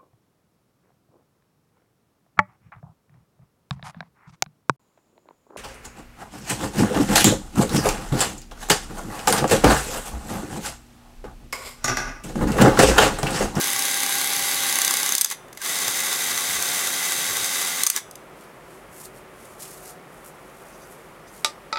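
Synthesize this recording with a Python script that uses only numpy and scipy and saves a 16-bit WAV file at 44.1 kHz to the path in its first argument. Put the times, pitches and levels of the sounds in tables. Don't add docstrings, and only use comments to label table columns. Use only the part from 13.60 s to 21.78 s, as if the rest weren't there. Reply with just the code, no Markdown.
import sys
import numpy as np
from scipy import signal
from scipy.fft import rfft, irfft
from scipy.io import wavfile
from scipy.ndimage import uniform_filter1d

SR = 44100
rng = np.random.default_rng(int(sys.argv[2]) if len(sys.argv) > 2 else 0)


def inscribe(sig):
    pcm = np.round(np.clip(np.atleast_2d(sig).T, -1, 1) * 32767)
    wavfile.write(sys.argv[1], SR, pcm.astype(np.int16))


N = 360738
TIME = np.arange(N) / SR
SPROCKET_TEETH = 8

# up to speed t/s, catch drops t/s, at rest t/s, rattle level/dB, shudder level/dB
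FIRST_RUN = (0, 1.545, 1.72, -24.8, -30.5)
SECOND_RUN = (2.052, 4.222, 4.371, -25.65, -26.8)
# t/s, speed/(frames/s)
FIRST_SPEED = [(0, 33.25), (.95, 33.23), (1.12, 32.85), (1.6, 32.8), (1.7, 20), (1.72, 10)]
# f/Hz, width/Hz, lift/dB
BODY_MODES = [(383, 87, 3.5), (870, 130, 4.5), (1125, 135, 9), (1604, 220, 5), (1915, 110, 5),
              (2010, 100, 6.5), (2160, 210, 6.5), (2670, 200, 1.5), (3340, 160, 3.5), (3590, 130, 6.5),
              (3840, 160, 7), (4860, 380, 2.8), (6090, 130, 5), (6320, 230, 7.7), (6860, 110, 2.5),
              (7380, 500, 3), (8440, 350, 2.5), (10680, 320, 3.5), (14400, 700, 5)]
GATE_MODES = [(1110, 150, 8), (2000, 490, -1), (3490, 270, 5.5), (4840, 370, 4.5), (5500, 250, -2),
              (6290, 330, 7.2), (7300, 400, 1.5), (8650, 600, 5), (10200, 500, 2.5)]
# f/Hz, relative level/dB
STEEL_EQ = [(100, -41), (700, -21), (1500, -7), (3000, -5), (5000, 1.5), (6500, 6), (9000, 2.5), (12000, 4),
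            (15500, -5.5)]
THUD_EQ = [(50, -38), (150, -20), (500, -5.5), (1100, -1), (2200, -1.5), (4000, -6.5), (8000, -9.5),
           (15500, -17)]
# f/Hz, rim-hit level/dB, face-hit level/dB, t60/s
COVER_MODES = [(575, -16.5, -15.5, 0.13), (890, -15, -7.5, 0.13), (1202, -8.5, -17, .15),
               (1296, -20, -2.5, 0.14), (1440, -8.5, -11, 0.029), (1950, -19, -8, 0.04),
               (2265, -15, -18, 0.08), (2490, -9, -9, 0.035), (3620, -25, -13, 0.052),
               (3855, -1, -21, 0.065), (4720, -7, -14, 0.035), (5050, -17, -13, 0.067),
               (5739, -16, -34, .11), (6080, -16, -36, .1), (6430, -8, -36, 0.06), (7360, -26, -28, 0.11)]


def from_db(db):
    return 10 ** (np.asarray(db) / 20)


def unit_power(x):
    return x / np.sqrt(np.mean(x ** 2) + 1e-20)


def automation(points):
    return np.interp(TIME, *np.transpose(points))


def drift(rate_hz):
    hop, settle = 40, 2000
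    pole = np.exp(-2 * np.pi * rate_hz * hop / SR)
    noise = rng.standard_normal(N // hop + settle + 2)
    slow = signal.lfilter([1], [1, -2 * pole, pole * pole], noise)[settle:]
    return np.interp(np.arange(N) / hop, np.arange(len(slow)), unit_power(slow))


def grains(per_s, spread_db):
    ticks = (rng.random(N) < per_s / SR) * rng.choice([-1, 1], N)
    return unit_power(ticks * from_db(spread_db * np.clip(rng.standard_normal(N), -2, 2)))


def pass_filter(x, hz, kind, order=3):
    return signal.sosfilt(signal.butter(order, hz, kind, fs=SR, output="sos"), x)


def colour(x, eq, resonances=()):
    size = 8192
    hz = np.maximum(np.fft.rfftfreq(size, 1 / SR), 1)
    eq_hz, eq_db = np.transpose(eq)
    db = np.interp(np.log(hz), np.log(eq_hz), eq_db)
    for centre, width, lift in resonances:
        db += lift / (1 + (2 * (hz - centre) / width) ** 2)
    cepstrum = irfft(np.log(from_db(db)))[:size // 2]
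    cepstrum[1:] *= 2
    response = irfft(np.exp(rfft(cepstrum, size)))
    return signal.fftconvolve(x, response / np.linalg.norm(response))[:N]


def drive_effort(run, ease_s=.25, brake_s=.025):
    up_s, catch_s, rest_s = run[:3]
    since_catch = np.maximum(TIME - catch_s, 0)
    spin_up = 360 * np.maximum(up_s - TIME, 0)
    ease = 1.3 * np.clip((TIME - catch_s) / ease_s + 1, 0, 1)
    brake = 2.2 * np.minimum(since_catch / brake_s, 1)
    coast = 115 * since_catch
    die_away = 550 * np.maximum(TIME - rest_s, 0)
    return -np.minimum(spin_up + ease + brake + coast + die_away, 200)


def teeth_rattle(frames, wear_share=.55, low_hz=3600, high_hz=7000, play=.004):
    size = 11000
    turn = (frames + play * drift(10)) / SPROCKET_TEETH % 1
    worn = rng.standard_normal(size)[(turn * size).astype(int) % size]
    lows = np.sqrt(wear_share) * worn + np.sqrt(1 - wear_share) * grains(per_s=7500, spread_db=2)
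    mids = pass_filter(grains(per_s=11000, spread_db=1.5), low_hz, "high")
    highs = pass_filter(grains(per_s=7000, spread_db=1.8), high_hz, "high")
    return pass_filter(lows, low_hz, "low") + pass_filter(mids, high_hz, "low") + highs


def chatter(age, decay_s, hardness):
    u = np.maximum(age, 0) / decay_s
    return (2 * np.e * hardness) ** (.5 / hardness) * np.sqrt(u) * np.exp(-u ** hardness)


def claw(frames, speed, accent_db, uneven_db=.6):
    # position/cycles, relative level/dB, decay/s
    contacts = [(0, 0, 0.0023), (.39, -5.8, 0.0034), (.62, -9.5, 0.005)]
    strokes = []
    for position, db, decay_s in contacts:
        frame, phase = np.divmod(frames - position, 1)
        scatter_db = rng.normal(0, uneven_db, int(np.ptp(frame)) + 1)[(frame - frame.min()).astype(int)]
        accented = (frame % SPROCKET_TEETH == 0) & (position == 0)
        gain = from_db(db + scatter_db + accent_db * accented)
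        strokes.append(gain * chatter(phase / speed, decay_s, hardness=2))
    return strokes[0], sum(strokes[1:])


def gear_whine(frames, tones, top_speed, waver_db=2.6, play=.01, flutter=.06, trim_db=-.5):
    loose_frames = frames + play * drift(3.24) / 2
    out = np.zeros(N)
    for hz, db in tones:
        low_rolloff = hz / np.hypot(hz, 240)
        cycles = hz / top_speed * loose_frames + flutter * np.sqrt(hz / 1000) * drift(9) + rng.random()
        gain = low_rolloff * from_db(db + trim_db + waver_db * drift(14))
        out += gain * np.sqrt(2) * np.sin(2 * np.pi * cycles)
    return out


def camera_run(run, speeds, pulls, tones, rattle_eq, stroke_s, accent_db, return_db, whine_db,
               reel_wobble, motor_wobble):
    _, catch_s, _, running_db, _ = run
    speed, pull_db, effort_db = automation(speeds), automation(pulls), drive_effort(run)
    frames = np.cumsum(speed) / SR
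    frames -= np.interp(stroke_s, TIME, frames)

    reel, shutter, motor, mesh = (np.cos(2 * np.pi * rate * frames) for rate in (3 / 8, 1 / 2, 11 / 4, 24))
    pressure = (1 + reel_wobble * reel) * (1 + motor_wobble * motor)
    pressure *= (1 + .15 * mesh) * (1 + .049 * shutter)
    rattle_db = running_db + effort_db
    rattle_gain = from_db(rattle_db + .6 * drift(27) + .35 * drift(7)) * pressure + shudder(run)
    rattle = colour(rattle_gain * teeth_rattle(frames), rattle_eq, BODY_MODES)

    pull, back = claw(frames, speed, accent_db * (pull_db < -17))
    pull *= from_db(pull_db + effort_db) * (TIME < catch_s)
    back *= from_db(rattle_db + return_db)
    strokes = colour((pull + back) * grains(per_s=16000, spread_db=2), STEEL_EQ, GATE_MODES)
    thumps = colour(from_db(-9) * pull * rng.standard_normal(N), THUD_EQ, BODY_MODES)

    top_speed = max(rate for _, rate in speeds)
    whine_gain = from_db(whine_db + 1.6 * effort_db)
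    return rattle + strokes + thumps, whine_gain * gear_whine(frames, tones, top_speed)


def first_run():
    # t/s, level/dB
    pulls = [(0, -18.5), (.6, -18.3), (.9, -22.5), (1.08, -20), (1.13, -15.5), (1.23, -10.5), (1.34, -14.5),
             (1.42, -16.6), (1.52, -12.6)]
    # f/Hz, level/dB
    tones = [(183.0, -53.5), (274.5, -49), (549.1, -52), (732.1, -52), (1464, -46.5), (1599, -42),
             (2094, -46), (2261, -47), (2961, -52), (3295, -46.5), (3924, -47)]
    # f/Hz, relative level/dB
    rattle_eq = [(50, -40), (90, -24), (135, -3.5), (190, -4.5), (400, -3), (640, -4.5), (900, -2.8),
                 (1350, -1.8), (2600, 1.5), (4400, 3), (5700, 1), (9000, 2), (11200, 5), (13300, -2),
                 (15500, -5.5)]
    return camera_run(FIRST_RUN, FIRST_SPEED, pulls, tones, rattle_eq, stroke_s=.4327, accent_db=3,
                      return_db=-1, whine_db=0, reel_wobble=.033, motor_wobble=.082)


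def gear_song(teeth=24, play=.009, waver_db=2):
    # t/s, level/dB
    levels = [(0, -49), (.08, -44), (.45, -40), (.9, -40), (1.0, -42.5), (1.28, -43.5), (1.42, -52)]
    turns = np.cumsum(automation(FIRST_SPEED)) / SR + play * drift(20) / 2
    gain = from_db(automation(levels) + drive_effort(FIRST_RUN) + waver_db * drift(35))
    return gain * np.sqrt(2) * np.sin(2 * np.pi * teeth * turns)


def low_rumble(level_db=-67, lumpy_db=12):
    # f/Hz, relative level/dB
    rumble_eq = [(25, -24), (55, -8), (100, 0), (170, -3), (260, -23), (800, -48)]
    running = from_db(drive_effort(FIRST_RUN)) + from_db(drive_effort(SECOND_RUN))
    lumps = from_db(level_db + lumpy_db * np.clip(drift(8.1), -2, 1.5))
    return colour(running * lumps * rng.standard_normal(N), rumble_eq)


def room(x, wet_db, t60, wall_hz, predelay_s=.0023):
    age = TIME[:SR // 2]
    tail = rng.standard_normal(len(age)) * from_db(-60 * age / t60) * (age > predelay_s)
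    tail = pass_filter(tail / np.linalg.norm(tail), wall_hz, "low", order=1)
    return x + from_db(wet_db) * signal.fftconvolve(x, tail)[:N]


def room_tone(camera, level_db=-45.5, duck_db=-28, knee_db=-33):
    # f/Hz, relative level/dB
    air_eq = [(15, -38), (25, -17), (102, -11), (157, -5), (277, -7.5), (363, -4.5), (427, -5), (531, -3.5),
              (863, -8), (1330, -8.5), (1560, -12), (2050, -13), (4140, -26.5), (6500, -28.7),
              (10100, -27.2), (16000, -34.5)]
    # f/Hz, width/Hz, lift/dB
    room_modes = [(47, 11, 13), (148, 40, 4), (378, 28, 7), (1200, 200, 1.5)]
    power = uniform_filter1d(camera ** 2, size=1300)
    ducking = power / (power + from_db(knee_db) ** 2)
    return from_db(level_db + duck_db * ducking) * colour(rng.standard_normal(N), air_eq, room_modes)


def impulses(times, heights):
    out = np.zeros(N)
    out[np.round(times * SR).astype(int)] = heights
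    return out


def contact(at_s, db, decay_s):
    out, start = np.zeros(N), round(at_s * SR)
    age = TIME[:min(SR // 10, N - start)]
    envelope = from_db(db) * chatter(age, decay_s, hardness=1.25)
    out[start:start + len(age)] = envelope * rng.standard_normal(len(age))
    return out


def knocks(steel_decay_s=.0018, thud_extra_s=.0018):
    # t/s, level/dB, thud share/0-1
    hits = [(1.5509, -9, 0), (1.5808, -12, .09), (1.611, -8.3, 0), (1.6157, -11.3, 0), (1.6456, -10.8, .13),
            (1.658, -28.5, .75), (1.7012, -23.5, .16), (1.7112, -23.5, .5), (1.7215, -31, 1),
            (1.883, -48, .1), (1.928, -39, .6), (1.950, -46, .1), (1.973, -33.5, .8), (2.016, -31, .7),
            (2.404, -21, .05), (3.087, -19.5, .05), (3.844, -20, .05), (4.2344, -9.3, 0),
            (4.2655, -10.5, .11), (4.2703, -13.5, .2), (4.3002, -10, .14), (4.3621, -14.8, .25),
            (4.3735, -29.5, 1), (4.511, -34, .05), (4.5548, -33, .2), (4.8086, -47, .1)]
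    times, levels, thuds = np.transpose(hits)
    decays = steel_decay_s + thud_extra_s * thuds
    sharp = sum(contact(*hit) for hit in zip(times, levels, decays))
    dull = sum(thud * contact(*hit) for thud, *hit in zip(thuds, times, levels, decays))
    blows = impulses(times, from_db(levels) * (.15 + thuds))
    return colour(sharp, STEEL_EQ, GATE_MODES) + colour(dull, THUD_EQ, BODY_MODES), springs(blows)


def springs(blows, waver_db=1.5):
    # f/Hz, first-stop level/dB, second-stop level/dB, t60/s
    spring_modes = [(3430, -48, -37, .8), (3548, -38, -46, 1.4), (5200, -42, -26, .25),
                    (5952, -25, -24, .42), (6025, -17.5, -24, .23), (6686, -40, -25, .28),
                    (6918, -30, -26, .25), (7940, -36, -31, .5), (8538, -29, -33, .38),
                    (9749, -23, -28, .36), (11185, -28, -27, .38)]
    restarted = TIME > SECOND_RUN[0]
    out = np.zeros(N)
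    for hz, first_db, second_db, t60 in spring_modes:
        kicks = blows * from_db(np.where(restarted, second_db, first_db))
        energy = signal.lfilter([1], [1, -from_db(-120 / (t60 * SR))], kicks ** 2 + 1e-18)
        envelope = np.sqrt(energy) * from_db(waver_db * drift(20))
        out += envelope * np.sin(2 * np.pi * (hz * TIME + rng.random()))
    return out


def shudder(run, rise_db_per_s=500, fall_db_per_s=550):
    _, _, rest_s, _, peak_db = run
    below_peak_db = np.maximum(rise_db_per_s * (rest_s - TIME), fall_db_per_s * (TIME - rest_s))
    return from_db(peak_db - np.minimum(below_peak_db, 200))


def second_run():
    # t/s, speed/(frames/s)
    speeds = [(1.98, 14), (2.04, 28), (2.12, 32.25), (4.26, 32.25), (4.36, 16)]
    # t/s, level/dB
    pulls = [(2.09, -24.6), (3.8, -25.8), (4.21, -30)]
    # f/Hz, level/dB
    tones = [(177.4, -54), (266.1, -53), (354.8, -62), (443.4, -52), (532.1, -53), (709.5, -50),
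             (774, -50.5), (838, -53.8), (1419, -47.5), (1548, -47), (1935, -50), (2030, -46), (3187, -49),
             (3607, -47.5), (3806, -47)]
    # f/Hz, relative level/dB
    rattle_eq = [(50, -40), (95, -15), (150, -2), (400, -2.5), (640, -2), (900, -2.5), (1350, 1), (2600, 1),
                 (4400, 2.5), (5700, 2.5), (9000, 4), (11200, 2.5), (13300, -0.5), (15500, -6)]
    return camera_run(SECOND_RUN, speeds, pulls, tones, rattle_eq, stroke_s=2.28, accent_db=7.5,
                      return_db=0, whine_db=.8, reel_wobble=.048, motor_wobble=.11)


def swell(peak_s, width_s):
    return np.exp(-((TIME - peak_s) / width_s) ** 2)


def brief_tone(peak_s, width_s, hz, level_db, flutter):
    cycles = hz * TIME + flutter * drift(15)
    return np.sqrt(2) * from_db(level_db) * swell(peak_s, width_s) * np.sin(2 * np.pi * cycles)


def cloth(trim_db=1, uneven_db=1.4):
    # peak t/s, level/dB, rise/s, fall/s, high-pass f/Hz
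    strokes = [(4.82, -57.5, .06, .08, 3500), (5.12, -57, .05, .1, 5500), (5.4, -43.5, .065, .06, 6800),
               (5.45, -39, .014, .016, 5300), (5.57, -52, .03, .035, 6000), (5.84, -52, .08, .14, 6000),
               (6.022, -37.5, .026, .024, 5400), (6.052, -44, .006, .012, 2200),
               (6.12, -43.5, .075, .08, 5800), (6.28, -43.5, .07, .05, 6200), (6.56, -56.5, .07, .08, 6500),
               (6.665, -45, .024, .032, 7300), (7.17, -55.5, .42, .3, 6000), (7.33, -50.5, .03, .025, 8000),
               (7.77, -51, .08, .07, 5800)]
    # f/Hz, relative level/dB
    fabric_eq = [(800, -8), (2000, 1), (3200, 1), (5000, -1), (7000, 0), (10000, 1), (13000, -2.5),
                 (16000, -13)]
    slips = grains(per_s=2200, spread_db=3.5) * from_db(uneven_db * drift(60))
    out = np.zeros(N)
    for peak_s, db, rise_s, fall_s, edge_hz in strokes:
        from_peak = np.abs(TIME - peak_s) / np.where(TIME < peak_s, rise_s, fall_s)
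        motion = np.exp(-np.minimum(from_peak, 3) ** 2)
        rustle = pass_filter(np.roll(slips, rng.integers(N)), edge_hz, "high", order=2)
        out += from_db(db + trim_db) * motion * rustle
    return colour(out, fabric_eq)


def cover_scrapes(width_hz=90, lift_db=17):
    # t/s, level/dB, half length/s
    slips = [(6.28, -53, .04), (7.145, -57, .02), (7.23, -54.5, .022), (7.68, -54.5, .015)]
    # f/Hz, relative level/dB
    grit_eq = [(2500, -30), (4500, -6), (6000, -3), (8000, -14), (14000, -30)]
    rubbing = sum(from_db(db) * swell(peak_s, width_s) for peak_s, db, width_s in slips)
    resonances = [(hz, width_hz, lift_db) for hz, *_ in COVER_MODES]
    return colour(rubbing * grains(per_s=900, spread_db=3.5), grit_eq, resonances)


def ring(blows, hz, t60):
    pole, angle = from_db(-60 / (t60 * SR)), 2 * np.pi * hz / SR
    return signal.lfilter([0, np.sin(angle)], [1, -2 * pole * np.cos(angle), pole ** 2], blows + 1e-18)


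def cover_clanks():
    # t/s, ring level/dB, crack level/dB, crack low-pass f/Hz, place/(0 rim to 1 face)
    hits = [(7.846, -13.5, -8, 10500, 0.12), (7.8593, -34, -22, 8000, 0.11),
            (8.127, -17.5, -17.5, 5900, 0.93), (8.157, -21.5, -25, 4500, 0.85), (8.1715, -23, -22, 5500, 1)]
    times, levels, _, _, place = np.transpose(hits)
    rings, cracks = np.zeros(N), np.zeros(N)
    for k, (hz, rim_db, face_db, t60) in enumerate(COVER_MODES):
        strength = from_db(levels + rim_db + place * (face_db - rim_db))
        arrival = times + rng.uniform(0, .0015)
        polarity = (-1) ** (k // 2)
        rings += ring(impulses(arrival, polarity * strength), hz, t60)
    for at_s, _, crack_db, top_hz, _ in hits:
        cracks += pass_filter(contact(at_s, crack_db, decay_s=.0017) + 1e-18, top_hz, "low", order=4)
    # f/Hz, relative level/dB
    crack_eq = [(100, -24), (250, -10), (400, -9), (1200, -8.5), (2000, -3), (2600, -2), (3200, -5),
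                (4200, 0), (6500, -4.5), (10000, -4.5), (15500, -3)]
    return rings, colour(cracks, crack_eq)


def scene():
    clatter_1, whine_1 = first_run()
    clatter_2, whine_2 = second_run()
    squeak = brief_tone(peak_s=2.019, width_s=.009, hz=1600, level_db=-35, flutter=.3)
    cover_ring, cracks = cover_clanks()
    catches, spring_ring = knocks()
    camera = room(clatter_1 + clatter_2 + catches + low_rumble(), wet_db=-10, t60=.21, wall_hz=9000)
    camera += spring_ring + whine_1 + whine_2 + gear_song() + squeak
    handling = cover_ring + cover_scrapes() + room(cracks + cloth(), wet_db=-6, t60=.17, wall_hz=10000)
    faint_hum = brief_tone(peak_s=6.28, width_s=.12, hz=730, level_db=-52, flutter=.15)
    return np.tile(camera + handling + faint_hum + room_tone(camera), (2, 1))


def record(dry):
    ceiling, stop_hz = .95, 16400
    low_pass = signal.cheby2(16, 45, stop_hz, fs=SR, output="sos")
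    return signal.sosfiltfilt(low_pass, ceiling * np.tanh(dry / ceiling))


dry = scene()
out = record(dry)
inscribe(out)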